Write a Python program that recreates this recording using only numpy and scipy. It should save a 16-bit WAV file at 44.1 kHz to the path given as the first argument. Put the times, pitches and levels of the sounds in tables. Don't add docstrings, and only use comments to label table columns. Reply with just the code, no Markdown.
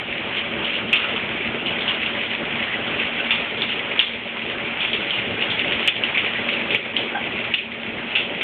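import sys
import numpy as np
from scipy import signal
from scipy.fft import rfft, irfft, next_fast_len
from scipy.io import wavfile
from scipy.ndimage import uniform_filter1d

SR = 44100
rng = np.random.default_rng(int(sys.argv[2]) if len(sys.argv) > 2 else 0)


def voltage_ratio(decibels):
    exponent = np.asarray(decibels, float) / 20
    return 10 ** exponent


def dump(signal):
    limited = np.clip(np.atleast_2d(signal).T, -1, 1)
    pcm = np.round(limited * 32767).astype(np.int16)
    wavfile.write(sys.argv[1], SR, pcm)


N = 371762


def evened(x):
    return x / np.sqrt(np.mean(x ** 2) + 1e-20)


def read_curve(points, hz):
    f, value = np.transpose(points)
    return np.interp(np.log(hz + 1), np.log(f + 1), value)


def add(mix, s, sound):
    part = mix[round(s * SR):][:len(sound)]
    part += sound[:len(part)]


def resonate(x, hz, width_hz):
    turn = np.exp(2j * np.pi * hz * np.arange(len(x)) / SR)
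    r = np.exp(-np.pi * width_hz / SR)
    return 2 * (turn * signal.lfilter([1 - r], [1, -r], x / turn)).real


def coloured(x, points):
    hz = abs(np.fft.fftfreq(8192, 1 / SR))
    log_gain = np.log(voltage_ratio(read_curve(points, hz)))
    taps = np.fft.ifft(np.exp(signal.hilbert(log_gain).conj())).real[:2048]
    return signal.oaconvolve(x, taps)[:len(x)]


def wash(points, patchy_db, flicker_db, size):
    frames, hz = 4 * N // size + 5, np.fft.rfftfreq(size, 1 / SR)
    a, b, patches = rng.standard_normal((frames, len(hz), 3)).T
    patches = uniform_filter1d(patches, size=size // 100, axis=0)
    patches = evened(uniform_filter1d(patches, size=6000 // size, axis=1))
    flicker = evened(uniform_filter1d(rng.standard_normal(frames), size=3))
    db = read_curve(points, hz)[:, None] + patchy_db * np.clip(patches, -2, 2) + flicker_db * flicker
    noise = signal.istft((a + 1j * b) * voltage_ratio(db), nperseg=size, noverlap=3 * size // 4)[1]
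    return evened(noise[:N])


# frequency in Hz, decay time t60 in seconds.
ROOM_DECAY = [(200, .35), (1000, 0.41), (2700, 0.26), (4500, 0.63)]


def room(x):
    taps = np.zeros(SR // 2)
    at = np.arange(150, len(taps) - 20, 20)
    taps[at + rng.integers(0, 20, len(at))] = rng.choice([-1., 1.], len(at))
    hz, t, z = signal.stft(taps, SR, nperseg=256)
    dying = voltage_ratio(-60 * t / read_curve(ROOM_DECAY, hz)[:, None])
    tail = signal.istft(z * dying, SR, nperseg=256)[1]
    return signal.oaconvolve(x, tail / np.linalg.norm(tail))[:N]


# time in seconds, strength in dB, aim from 0 (tub floor) to 1 (tiles).
STREAM_COURSE = [(0, -24.5, .5), (.5, -26, .5), (.95, -26.5, 0.42), (1.2, -26, .55), (1.5, -26, 0.33),
                 (1.9, -25.5, 0.61), (2.55, -26, .45), (2.9, -25, 0.53), (3.3, -26, 0.51),
                 (3.75, -26.5, 0.49), (4.5, -26.5, 0.46), (5.1, -26, .5), (5.7, -24.5, 0.41),
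                 (6.2, -26, 0.61), (6.8, -25.5, 0.34), (7.4, -27.5, 0.43), (7.95, -28.5, .35),
                 (8.43, -28.5, 0.31)]
# level over the stream in dB, change in dB per unit of aim, random wander in dB,
# share of the ducking (ratio).
LAYER_RESPONSE = [
    (-6.5, -7.5, 1.07, 1.05),
    (-9, 3, 1.1, 1.4),
    (1.2, 8.5, 0.74, .8),
]
# start in seconds, depth in dB, recovery in seconds.
SLOW_DUCKS = [
    (0.001, 4, 0.27),
    (4.002, 4.5, 0.5),
    (5.885, 5, .09),
    (6.756, 4.5, 0.26),
    (7.548, 8, .24),
]


def layer_gain(layer):
    s, stream_db, aim = np.transpose(STREAM_COURSE)
    t = np.arange(0, N + 256, 256) / SR
    over_db, aim_db, wander_db, ducked = LAYER_RESPONSE[layer]
    sway_hz = np.geomspace(2.5, 14, 24)[:, None]
    swings = np.sin(2 * np.pi * (sway_hz * t + rng.random(sway_hz.shape))) / np.sqrt(sway_hz)
    sway = evened(swings.sum(0))
    duck_db = sum(db * (t >= at) * np.exp(-((t - at) / back) ** 2) for at, db, back in SLOW_DUCKS)
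    db = np.interp(t, s, stream_db + aim_db * (aim - .5)) + over_db + wander_db * sway - ducked * duck_db
    return voltage_ratio(np.interp(np.arange(N) / SR, t, db))


# frequency in Hz, density in dB per Hz.
TUB_SPECTRUM = [(15, -57), (25, -36.5), (96, -7.5), (156, -9.5), (223, 0), (279, -7.5), (445, -2),
                (509, -6.5), (565, -4), (628, -6.5), (900, -12.5), (1170, -38.5), (1980, -120)]
# frequency in Hz, width in Hz, level in dB rms.
TUB_RESONANCES = [(114.4, 9, -47.5), (231.9, 7, -38.5), (333.5, 43, -41), (569, 7.3, -42.5)]


def tub():
    drive = rng.standard_normal((len(TUB_RESONANCES), N))
    modes = np.zeros(N)
    for x, (hz, width_hz, db) in zip(drive, TUB_RESONANCES):
        modes += voltage_ratio(db + 32) * evened(resonate(x, hz, width_hz))
    return layer_gain(0) * (wash(TUB_SPECTRUM, 2.3, 1.4, size=1024) + modes)


# frequency in Hz, density in dB per Hz.
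WALL_SPECTRUM = [(250, -44), (500, -20), (700, 0), (1100, 1), (1600, 3), (2200, -16), (3500, -29)]


def walls():
    return layer_gain(1) * wash(WALL_SPECTRUM, 1.6, 1.0, size=512)


# frequency in Hz, density in dB per Hz.
SPRAY_SPECTRUM = [(1000, -32), (1500, -15), (1900, -3.5), (2300, 1), (2750, 0), (3300, -3.5), (3600, -11),
                  (3850, -18), (4000, -18)]


def spray():
    drops_per_s = 400
    clicks = voltage_ratio(5.9 * np.minimum(rng.exponential(1, N), 4.2)) * (rng.random(N) < drops_per_s / SR)
    clicks *= rng.choice([-1., 1.], N)
    droplets = coloured(clicks + voltage_ratio(0.5) * room(clicks), SPRAY_SPECTRUM)
    hiss = wash(SPRAY_SPECTRUM, 2.2, .4, size=512)
    return layer_gain(2) * (voltage_ratio(-2.5) * hiss + voltage_ratio(-6) * evened(droplets))


# start in seconds, peak in dB, slap over the spatter in dB, ring in Hz,
# decay time t60 of the spatter in seconds.
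HEAVY_SPLATS = [(0.9288, -1, 5, 2766, 0.3), (1.1625, -8, 3.5, 2700, 0.095), (1.8795, -3, 4.5, 2894, 0.2),
                (2.0622, -8.5, 8.5, 2770, 0.14), (3.3051, -1.5, -2.5, 2565, 0.27),
                (3.6198, -3, 6, 3426, 0.17), (3.9928, 0, 13.5, 3210, 0.3), (4.806, -8, 4.5, 3200, 0.49),
                (4.932, -4, 5.5, 3230, 0.19), (5.1068, -9.5, 11, 3135, 0.19), (5.4081, -10, 7, 2620, 0.38),
                (5.5913, -5.5, -5, 2705, 0.14), (5.6462, -7.5, 5.5, 2140, 0.087),
                (5.7214, -3.5, 2, 2190, 0.15), (5.876, 2.5, 5, 2610, 0.12),
                (6.0366, -10.5, 8.5, 2923, 0.12), (6.1731, -4, 8.5, 2233, 0.25),
                (6.4874, -1, 0, 2310, 0.12), (6.706, -7.5, 9.5, 2530, 0.31),
                (6.7475, -3.5, 10.5, 2327, 0.12), (6.9663, -6, 12.5, 3034, 0.26),
                (7.5389, -5.5, 9.5, 2710, 0.16), (8.153, -3, 5.5, 2695, 0.31), (8.4111, -6.5, 6, 2338, 0.4)]
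# start in seconds, peak
# in dB, ring in Hz.
LIGHT_SPLATS = [(0.3702, -13.5, 3140), (0.645, -9, 3035), (0.6953, -11.5, 2640), (0.7332, -7.5, 2796),
                (1.0354, -9, 2690), (1.4069, -13.5, 2216), (1.6599, -8.5, 2880), (1.8085, -13, 3290),
                (2.3043, -17, 3025), (2.6713, -16, 1866), (2.871, -13.5, 3040), (2.9956, -12, 2720),
                (3.1163, -17.5, 2585), (3.1986, -11.5, 2675), (3.5746, -14.5, 3220), (3.692, -10, 2800),
                (3.912, -13.5, 2380), (4.651, -13, 2434), (4.49, -21.5, 2745), (5.2594, -19.5, 2805),
                (5.502, -9, 3310), (5.9568, -15.5, 3200), (6.147, -8, 2330), (6.2467, -15, 2730),
                (6.3515, -8.5, 2080), (6.5282, -9.5, 2710), (7.5838, -11, 2580), (7.8646, -16.5, 2380),
                (7.9832, -15.5, 2037), (8.117, -12, 2730),
                (.3305, -18, 2650), (0.6238, -16.5, 2630), (0.66, -21, 1393), (0.7714, -14.5, 2695),
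                 (.958, -6.5, 2780), (1.04, -13, 1446), (1.155, -17.5, 1304), (1.305, -19, 2214),
                 (1.441, -15.5, 1994), (1.5913, -20, 2720), (2.075, -21, 1358), (2.155, -14.5, 2100),
                 (2.193, -17.5, 2344), (2.77, -21, 1518), (2.881, -23, 1316), (3.31, -21.5, 1400),
                 (3.958, -20.5, 1330), (4.59, -18.5, 1996), (5.135, -10.5, 2866), (5.185, -10, 2514),
                 (5.19, -23.5, 1470), (6.06, -13, 2490), (6.159, -20.5, 1503), (6.6129, -15, 2410),
                 (6.8488, -13.5, 2320), (7.208, -17, 2234), (7.36, -14, 2230), (7.4417, -15, 2500),
                 (8.16, -19, 1724), (8.348, -17.5, 2620)]
# start in seconds, peak in dB, ring in Hz.
SPLAT_REBOUNDS = [(0.9304, -2.5, 2650), (0.937, -2.5, 2700), (.945, -6, 2650), (3.316, -8.5, 2850),
                  (3.999, -3, 2756), (4.85, -11, 2360), (5.425, -11, 2800), (5.7217, -10.5, 2685),
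                  (5.882, -7, 3010), (6.0373, -7, 2880), (6.752, -11.5, 2550), (7.542, -3, 2720),
                  (7.546, -10, 2924), (8.159, -6, 2753)]
# frequency in Hz, gain in dB.
MIC_RESPONSE = [(300, -25.5), (1000, -16.5), (1700, -13), (2300, -1.5), (2800, 0), (3300, 0.5), (3600, -3),
                (3850, -20.5), (4000, -21.5)]


def splats():
    out, t = np.zeros(N), np.arange(SR // 3) / SR
    swell = np.minimum(t / .003, 1)
    # start s, peak dB, slap dB, ring Hz, t60 s, share of broad hiss in the spatter
    hits = [(*row, 0.71) for row in HEAVY_SPLATS]
    hits += [(s, db, 3.5, hz, 0.23, 0.15) for s, db, hz in LIGHT_SPLATS]
    hits += [(s, db, 11, hz, 0.082, 0.15) for s, db, hz in SPLAT_REBOUNDS]
    noise = rng.standard_normal((len(hits), len(t)))
    for x, (s, db, slap_db, hz, t60, broad) in zip(noise, hits):
        ring = evened(resonate(resonate(x, hz, 600), hz, 600))
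        hiss = evened(coloured(x, MIC_RESPONSE))
        lumps = voltage_ratio(1.3 * evened(uniform_filter1d(x[::-1], size=130)))
        spatter = voltage_ratio(-60 * t / t60) * swell * lumps * (broad * hiss + (1 - broad) * ring)
        slap = np.sin(2 * np.pi * hz * t) * (t / 0.00043) * np.exp(1 - t / 0.00058)
        add(out, s, voltage_ratio(db - 12) * (spatter + voltage_ratio(slap_db) * slap))
    return out + voltage_ratio(-7.5) * room(out)


# start in seconds, peak in dB, bubble pitch in Hz, decay t60 in seconds.
DROP_PLOPS = [
    (2.735, -14.5, 1980, 0.088),
    (3.19, -22.5, 1513, 0.19),
    (5.66, -25.5, 374, 0.48),
    (6.72, -28.5, 389, 0.3),
    (7.148, -17, 807, 0.15),
    (7.149, -20, 1560, 0.19),
    (7.165, -24, 750, 0.12),
    (7.155, -22.5, 935, 0.16),
]


def plops():
    out, t = np.zeros(N), np.arange(SR // 4) / SR
    attack = np.minimum(t / 0.0017, 1)
    noise = rng.standard_normal((len(DROP_PLOPS), len(t)))
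    for x, (s, db, hz, t60) in zip(noise, DROP_PLOPS):
        cluster = evened(resonate(resonate(x, hz, 250), hz, 250))
        bubbles = np.sin(2 * np.pi * hz * t) + .5 * cluster
        add(out, s, voltage_ratio(db - 60 * t / t60) * bubbles * attack)
    return 0.73 * out + voltage_ratio(-12.5) * room(out)


def scene():
    return (tub() + walls() + spray() + splats() + plops())[None]


def gain_control(x):
    power_db = 10 * np.log10(abs(uniform_filter1d(x ** 2, size=400, origin=199)) + 1e-12)
    fall = np.arange(N) * 21.0 / SR
    held_db = np.maximum.accumulate(power_db + fall) - fall
    over_db = np.maximum(held_db + 13.5, 0)
    return x / voltage_ratio(0.23 * uniform_filter1d(over_db, size=600, origin=299))


# frequency in Hz, gain in dB.
SMOOTHING = [(20, -8.5), (45, -2), (3300, 0), (3700, -2.5), (4000, -6), (4150, -12.5), (4300, -22),
             (4450, -33), (4530, -40), (4600, -92)]


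def voice_channel(x):
    fold_hz = 4000
    size = next_fast_len(N + SR)
    hz = np.fft.rfftfreq(size, 1 / SR)
    narrow = irfft(rfft(x, size) * (hz < fold_hz), size)
    mirrored = narrow * (1 + 2 * np.cos(4 * np.pi * fold_hz * np.arange(size) / SR))
    return irfft(rfft(mirrored) * voltage_ratio(read_curve(SMOOTHING, hz)), size)[:N]


# time in seconds, peak in dB, share (0-1) of an opposite top
CUT_TOPS = [
    (.9318, -25, 0.15),
    (.9427, -44.5, 0),
    (4, -42.5, 0),
    (4.0049, -60, 0.1),
    (5.8767, -16.5, 0.5),
    (6.7488, -33.5, 0),
    (8.4296, -34, 0),
]
# time in seconds, peak in dB.
ROUNDED_TOPS = [(0.9086, -70), (0.9464, -59), (3.6112, -64), (3.9944, -64), (4.0104, -53), (5.8814, -57),
                (6.0367, -64), (6.0415, -51), (6.6997, -68), (6.9644, -64), (6.9708, -56), (6.9824, -65),
                (7.5363, -70), (7.5527, -59)]


def add_overload_ticks(band):
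    top = np.array([.4, 1, 1, .4, 0, 0, 0, 0, 0, 0, 0, 0])
    for s, db, opposite in CUT_TOPS:
        add(band, s, voltage_ratio(db + 7.0) * (top - opposite * top[::-1]))
    t = np.arange(-20, 21) / SR
    bump = np.hanning(len(t)) / (1 + (t / 0.0003) ** 2) ** 2
    tick = bump * np.cos(2 * np.pi * 3800 * t)
    for s, db in ROUNDED_TOPS:
        add(band, s, voltage_ratio(db + 14) * tick)


def top_cut(x):
    return signal.sosfilt(signal.butter(12, 16500, fs=SR, output="sos"), x)


def record(dry):
    ducked = gain_control(dry[0])
    band = voice_channel(.68 * np.tanh(ducked / .68))
    add_overload_ticks(band)
    return top_cut(band[None])


dry = scene()
out = record(dry)
dump(out)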